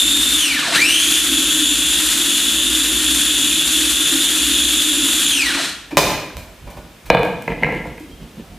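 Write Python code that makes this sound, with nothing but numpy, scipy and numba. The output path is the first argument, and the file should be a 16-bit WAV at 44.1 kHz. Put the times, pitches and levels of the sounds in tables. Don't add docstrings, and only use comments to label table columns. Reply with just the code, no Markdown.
import sys
import numpy as np
from scipy import signal
from scipy.fft import rfft, irfft, next_fast_len
from scipy.io import wavfile
from scipy.ndimage import uniform_filter1d, map_coordinates
from numba import njit

SR = 44100
rng = np.random.default_rng(int(sys.argv[2]) if len(sys.argv) > 2 else 0)


def wav_record(signal):
    frames = np.transpose(np.atleast_2d(signal))
    bounded = np.clip(frames, -1, 1)
    quanta = np.round(bounded * 32767).astype(np.int16)
    wavfile.write(sys.argv[1], SR, quanta)


def field_ratio(decibels):
    return 10 ** (np.asarray(decibels, dtype=float) / 20)


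N = 378378
TEETH = 20


def unit(x):
    return x / np.sqrt(np.mean(np.abs(x) ** 2) + 1e-20)


def along(points, hz):
    f, v = np.transpose(points)
    return np.interp(np.log(hz + 1), np.log(f + 1), v)


def drift(position):
    return map_coordinates(rng.standard_normal(int(position[-1]) + 4), [position])


def wander(rate, phase):
    return drift(rate) * np.sin(phase) + drift(rate) * np.cos(phase)


def filtered(x, response):
    m = next_fast_len(N + SR // 2)
    return irfft(rfft(x, m) * response(np.fft.rfftfreq(m, 1 / SR)), m)[..., :N]


def coloured(spectrum):
    closed = [(10, -90)] + list(spectrum) + [(20000, -90)]
    return unit(filtered(rng.standard_normal(N), lambda hz: field_ratio(along(closed, hz))))


def resonant(modes):
    def response(f):
        total = 0
        for k, (centre, width, db) in enumerate(modes):
            damping = 1j * f * abs(width)
            total = total + (-1) ** k * field_ratio(db) * 1j * f * abs(width) / (centre * centre - f * f + damping)
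        return total
    return response


def soft(corner_hz):
    return lambda hz: 1 / (1 + 1j * hz / corner_hz) ** 2


# pressed and let go in seconds, full tooth-mesh rate in Hz,
# whistle under steady load in dB.
PRESSES = [
    (-1, .345, 3730, -12.5),
    (.712, 5.27, 3626, -47),
]


def rotor():
    spin_up_s, creep_s, creep_share = .11, .35, .05
    brake_hz_per_s, brake_onset_s, crawl_hz = 10100, .04, 270
    t = np.arange(N) / SR
    mesh_hz, steady_db = np.zeros(N), np.zeros(N)
    for pressed, released, full_hz, whistle_db in PRESSES:
        on, off = np.clip(t - pressed, 0, None), np.clip(t - released, 0, None)
        start_hz = mesh_hz[max(int(pressed * SR), 0)]
        lag = (1 - creep_share) * np.exp(-on / spin_up_s) + creep_share * np.exp(-on / creep_s)
        lost_hz = brake_hz_per_s * (off - brake_onset_s * (1 - np.exp(-off / brake_onset_s)))
        wanted_hz = full_hz - (full_hz - start_hz) * lag - lost_hz
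        run_hz = crawl_hz * np.logaddexp(0, wanted_hz / crawl_hz)
        mesh_hz = np.where(t > pressed, run_hz + 1, mesh_hz)
        steady_db = np.where(t > pressed, whistle_db, steady_db)
    torque = np.gradient(mesh_hz) * SR / brake_hz_per_s
    torque = uniform_filter1d(torque, size=SR // 25 + 1, origin=SR // 50)
    pull, brake = np.tanh(3.7 * np.clip(torque, 0, None)), np.clip(-torque, 0, 1)
    return mesh_hz, pull, brake, steady_db


# multiple of mesh rate, relative width, level in dB.
MESH = [(.96, .06, 0), (.9, .22, -1), (1.97, .07, -2.5), (1.86, .17, -3), (2.92, .14, 1), (2.55, .35, -32)]
# shaft order, level in dB.
TONES = [(19, -11), (20, -12), (40, -18), (16.6, -19)]
# frequency in Hz, level in dB.
CASE = [(300, -29), (700, -1), (1400, -67), (2400, 5.5), (3500, 6), (5000, -1.5), (8000, 4.5), (12000, -2),
        (15000, -10)]


def gear_whine(teeth, pace, pull):
    t = np.arange(N) / SR
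    shaft = 2 * np.pi * teeth / TEETH
    whine = np.zeros(N)
    for multiple, width, db in MESH:
        band = wander(abs(width) * 2 * teeth, 2 * np.pi * multiple * teeth)
        whine += field_ratio(db) * pace ** (0.85 * multiple) * band
    for order, db in TONES:
        whine += field_ratio(db + 4.9 * drift(14 * t)) * np.sin(order * shaft + 2.54 * drift(22 * t))
    whine *= 1 + .2 * np.cos(shaft) + .15 * np.cos(shaft / 3)
    whine = unit(filtered(whine, lambda hz: field_ratio(along(CASE, hz))))
    slow_db, pull_db = 11, 7
    return whine * field_ratio(-20.5 + slow_db * (1 - pace) + pull_db * pull + 1.4 * drift(12 * t))


# frequency in Hz, width in Hz, level in dB.
GEARBOX = [(2700, 2760, -3)]


def gear_whistle(teeth, pace, pull, brake, steady_db):
    t = np.arange(N) / SR
    pull_db, coast_db = -8, -15.5
    torque_grip = field_ratio(pull_db) * pull + field_ratio(coast_db) * brake
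    grip = field_ratio(steady_db) * (1 - brake) + torque_grip * pace ** 0.72
    flank = 2 * np.pi * .965 * teeth + 0.7 * drift(.05 * teeth)
    tone = 0.58 * np.sin(flank) + wander(130 * t, flank)
    overtone = 0.5 * wander(250 * t, 2 * flank)
    cavity = resonant(GEARBOX)
    return filtered(grip * (tone + overtone), lambda hz: cavity(hz) * soft(corner_hz=7000)(hz))


# frequency in Hz, level in dB per Hz.
CHURN = [(90, -32), (200, -22.5), (440, -29), (700, -28.5), (1200, -22), (1400, -17), (1700, -15.5),
         (2100, -19), (4000, -12), (5000, -19), (9000, -13.5), (12000, -19), (14700, -27)]


def churning(teeth, pace, pull):
    t = np.arange(N) / SR
    blade_turn = np.cos(2 * np.pi * teeth / TEETH / 4)
    churn = coloured(CHURN) * field_ratio(1.5 * drift(60 * t) + .8 * drift(7 * t) + .8 * blade_turn)
    dull = unit(filtered(churn, soft(corner_hz=5800)))
    churn = pace ** 1.3 * churn + .9 * (1 - pace) * dull
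    slow_db, pull_db = 3.5, 6
    return churn * field_ratio(-19.5 + slow_db * (1 - pace) + pull_db * pull)


# frequency in Hz, width in Hz, level in dB.
BASE = [(165.5, 30, -20.5), (221.5, 9.8, -14), (272.3, 18, -3), (310.7, 11.9, 0), (351.4, 19.7, -10),
        (579, 39, -24.5)]


def base_drone(teeth, pull, brake):
    t = np.arange(N) / SR
    blade = np.diff(np.floor(teeth / TEETH / 4), prepend=0)
    drone = unit(filtered(0.34 * unit(blade) + rng.standard_normal(N), resonant(BASE)))
    coast_db, pull_db, sway_db = -5.5, 4.5, 2
    return drone * field_ratio(-28 + coast_db * brake + pull_db * pull + sway_db * drift(12 * t))


# frequency in Hz, level in dB per Hz.
SHAKE = [(30, -16), (48, 2), (63, 10), (73, -56), (120, -25)]


def motor():
    mesh_hz, pull, brake, steady_db = rotor()
    teeth = np.cumsum(mesh_hz) / SR
    pace = mesh_hz / mesh_hz.max()
    stop_s, stop_fade_s = 5.84, 0.09
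    coast = np.clip((stop_s - np.arange(N) / SR) / stop_fade_s, 0, 1)
    dying_pace = 0.064
    alive = pace * (1 + dying_pace) / (pace + dying_pace)
    works = gear_whine(teeth, pace, pull) + churning(teeth, pace, pull) + base_drone(teeth, pull, brake)
    shake = field_ratio(-40.5) * coloured(SHAKE)
    whistle = gear_whistle(teeth, pace, pull, brake, steady_db)
    return coast * (alive * works + pace * shake + whistle)


def knocks(table, body, shell, contact_hz, drive_db, drag=1):
    t = np.arange(SR // 12) / SR / drag
    push = np.zeros((3, N + len(t)))
    decay_s = np.array([[.014], [.011], [.009]])
    for s, *band_db in table:
        rough = rng.standard_normal((3, len(t))) * field_ratio(-60 * t / decay_s) * (1 - np.exp(-t / 0.00044))
        rough /= np.linalg.norm(rough, axis=1, keepdims=True)
        rough *= np.clip([[.39], [.28], [.2]] * np.array(drag), 0, 1)
        rough[:, 9] += 1 / drag ** 2
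        push[:, round(s * SR):][:, :len(t)] += field_ratio(np.array(band_db) + drive_db)[:, None] * rough
    thud = filtered(push[0, :N], lambda hz: resonant(body)(hz) * soft(corner_hz=2500)(hz))
    clack = filtered(push[1, :N], lambda hz: resonant(shell)(hz) * soft(contact_hz)(hz))
    crack = filtered(push[2, :N], resonant([(8200, 36000, 0)]))
    return field_ratio(41.0) * thud + field_ratio(36.0) * clack + field_ratio(29) * crack


# start in seconds, body, shell and crack levels in dB.
LATCH = [
    (5.9705, -14, -6, -7.5),
    (5.9755, -15, -26, -22),
    (5.988, -13, -25, -34),
    (6.369, -39.5, -39, -36.5),
]
# start in seconds, body, shell and crack levels in dB.
NUDGE = [
    (5.922, -14, -70, -73),
    (5.972, -12.5, -70, -80),
    (7.999, -27, -63, -57),
]
# frequency in Hz, width in Hz, level in dB.
BOWL = [(143.8, 54, -1), (297, 37, 1), (582, 150, 6.5), (1010, 200, 3.5)]
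BOWL_WALL = [(2430, 94, 4.5), (1170, 1100, -12), (3270, 9300, -2)]


def unlatching():
    snap = knocks(LATCH, BOWL, BOWL_WALL, contact_hz=8880, drive_db=1.0, drag=1.14)
    return snap + knocks(NUDGE, BASE, BOWL_WALL, contact_hz=3000, drive_db=8)


# start in seconds, body, shell and crack levels in dB.
COUNTER = [
    (7.101, 1.5, -1, -33),
    (7.148, 0.5, -9.5, -39),
    (7.171, -10.5, -8.5, -47),
    (7.194, -13, -23, -42),
    (7.232, -12, -17, -35.5),
    (7.251, -17, -25, -41),
    (7.423, -47, -31, -40),
]
# start in seconds, body, shell and crack levels in dB.
ROCKING = [(7.478, -14, -14.5, -47), (7.502, -20, -24, -52), (7.519, -23, -22, -52),
           (7.625, -15.5, -23, -52), (7.633, -15, -6, -53), (7.644, -17, -13.5, -55),
           (7.665, -15, -24, -54), (7.688, -18, -34, -54), (7.724, -17, -16, -48), (7.749, -28, -32, -47),
           (7.854, -21.5, -44, -53), (7.871, -26, -39, -48), (7.979, -33, -31, -50)]
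# frequency in Hz, width in Hz, level in dB.
LID = [(165, 42, -2.5), (308, 48, -5.5), (466, 34, 6), (521, 60, 1.5), (660, 90, -1.5), (924, 160, -5),
       (1350, 140, -12)]
LID_WALL = [(1620, 110, 2.5), (2465, 88, 5), (2170, 500, -8), (2910, 150, -2.5), (3500, 70, -3),
            (4100, 290, -10)]
LID_RIM = [(1634, 65, 3), (2050, 130, 6.5), (2400, 210, 1.5), (2550, 140, 1.5), (2950, 180, -13),
           (3980, 480, -24)]


def lid_on_counter():
    landing = knocks(COUNTER, LID, LID_WALL, contact_hz=5060, drive_db=-3)
    return landing + knocks(ROCKING, LID, LID_RIM, contact_hz=3970, drive_db=.7, drag=1.27)


# start in seconds, body, shell and crack levels in dB.
SCUFFS = [(5.906, -30, -24, -41), (6.668, -30, -34, -48), (6.699, -38, -32.5, -40), (6.766, -32, -34, -43),
          (7.056, -40, -30, -37), (8.223, -44, -52, -51), (8.392, -48, -52, -56), (8.434, -40.5, -47, -51)]


def scuffs():
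    return knocks(SCUFFS, BOWL, BOWL_WALL, contact_hz=3000, drive_db=-6.0, drag=10.0)


# start in seconds, length in seconds, pitch in Hz, level in dB.
SQUEAKS = [(6.3, 0.011, 1610, -27), (6.445, 0.13, 643, -46), (6.627, 0.27, 1470, -50),
           (6.72, 0.14, 1135, -52), (7.97, .25, 3200, -56.5), (8.318, 0.15, 1760, -55),
           (8.502, 0.11, 715, -51)]


def squeaks():
    t = np.arange(N) / SR
    out = np.zeros(N)
    for s, length, hz, db in SQUEAKS:
        swell = np.sin(np.pi * np.clip((t - s) / length, 0, 1))
        out += field_ratio(db + 4.7 * drift(30 * t)) * swell * np.sin(2 * np.pi * hz * t + 1.8 * drift(40 * t))
    return out


# peak in seconds, counter rumble in dB, rubbing in dB.
GRIPS = [(6.04, -22, -24), (6.36, -33, -37), (6.67, -36, -38), (6.79, -40, -36), (7.13, -25, -46),
         (7.51, -32, -18.5), (7.64, -33, -19.5), (7.76, -44, -23.5), (7.88, -38, -31), (8.11, -43, -40),
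         (8.23, -45, -33.5), (8.4, -44, -31.5), (8.53, -43, -45)]
# frequency in Hz, level in dB per Hz.
RUMBLE = [(20, -47), (45, -10), (70, -16), (130, -24)]
RUB = [(90, -13), (160, 6.5), (300, -0.5), (600, -13.5), (1200, -40), (3000, -20)]


def hands():
    t = np.arange(N) / SR
    rise_db_per_s, fall_db_per_s = 320, 137
    begun = np.clip((t - 4.98) / 0.12, 0, 1)
    rumble, rub = field_ratio(-51.5) * begun, field_ratio(-51.5) * begun
    for s, rumble_db, rub_db in GRIPS:
        swell = field_ratio(np.minimum(rise_db_per_s * (t - s), fall_db_per_s * (s - t)))
        rumble = rumble + field_ratio(rumble_db) * swell
        rub = rub + field_ratio(rub_db) * swell
    return rumble * coloured(RUMBLE) + rub * field_ratio(2 * drift(25 * t) - 4) * coloured(RUB)


def ports(x, lean):
    return filtered(np.array([x, x]), lambda hz: field_ratio(along(lean, hz) * [[.5], [-.5]]))


# frequency in Hz, time to -60 dB in seconds.
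KITCHEN = [(100, 0.99), (500, 0.63), (2500, 0.7), (10000, 0.51)]


def kitchen(x):
    hz, t, z = signal.stft(rng.standard_normal((2, 5, SR * 3 // 4)), SR, nperseg=256)
    tails = signal.istft(z * field_ratio(-60 * t / along(KITCHEN, hz)[:, None]), SR, nperseg=256)[1]
    tails = tails / np.linalg.norm(tails[0, 0])
    step = (np.arange(N) / SR / .3 - np.arange(5)[:, None]) % 5 - 1
    shares = x * np.cos(np.pi / 2 * np.clip(step, -1, 1))
    shares = np.pad(shares, ((0, 0), (260, 0)))
    m = next_fast_len(N + SR)
    return irfft((rfft(shares, m) * rfft(tails, m)).sum(axis=1), m)[:, :N]


# frequency in Hz, level in dB per Hz.
QUIET = [(180, -30), (300, 3), (2040, -5), (2400, -3.5), (2790, -4.5), (3510, -5.5), (4490, -9),
         (15500, -16.5)]


def quiet_air():
    air = field_ratio(-47.5) * np.array([coloured(QUIET) for _ in range(3)])
    return 0.95 * air[0] + 0.58 * air[1:]


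# frequency in Hz, left over right in dB.
LEAN = [(60, -2), (300, -0.3), (1200, 0.5), (2400, 0.5), (4400, 0.5), (8100, 3.5), (15000, 0.5)]
# frequency in Hz, level in dB.
SIDE_SHARE = [(60, -15), (250, -22), (1000, -25), (2000, -24), (3500, -12), (7000, -9.5), (13000, -5.5)]


def scene():
    machine = motor()
    latch = unlatching()
    lid = lid_on_counter() + scuffs() + squeaks()
    wet, unlike = kitchen(field_ratio(-5.5) * machine + field_ratio(1.5) * latch + field_ratio(-2.0) * lid)
    side = filtered(unlike, lambda hz: field_ratio(along(SIDE_SHARE, hz) + 3.5))
    handled = ports(latch + lid + hands(), [(60, -3.2), (300, -0.81), (8000, 1.0)])
    near = ports(machine, LEAN) + handled
    return near + wet + side * [[1], [-1]] + quiet_air()


@njit
def follower(level, rise, fall):
    out, held = np.empty_like(level), 0.
    for i in range(len(level)):
        held += (level[i] - held) * (rise if level[i] > held else fall)
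        out[i] = held
    return out


def roll_off(x):
    return signal.sosfilt(signal.butter(12, 16100, fs=SR, output="sos"), x)


def record(dry):
    held = follower(np.abs(dry).max(axis=0), 1 / (0.015 * SR), 1 / (0.034 * SR))
    x = dry / (1 + (held / field_ratio(-12.5)) ** 4) ** 0.24
    x = x / (1 + np.abs(x) ** 10) ** .1
    top_hz, edge_hz = 15500, 500
    mix = filtered(0.99 * x, lambda hz: np.clip((top_hz - hz) / edge_hz, 0, 1))
    return roll_off(mix)


dry = scene()
out = record(dry)
wav_record(out)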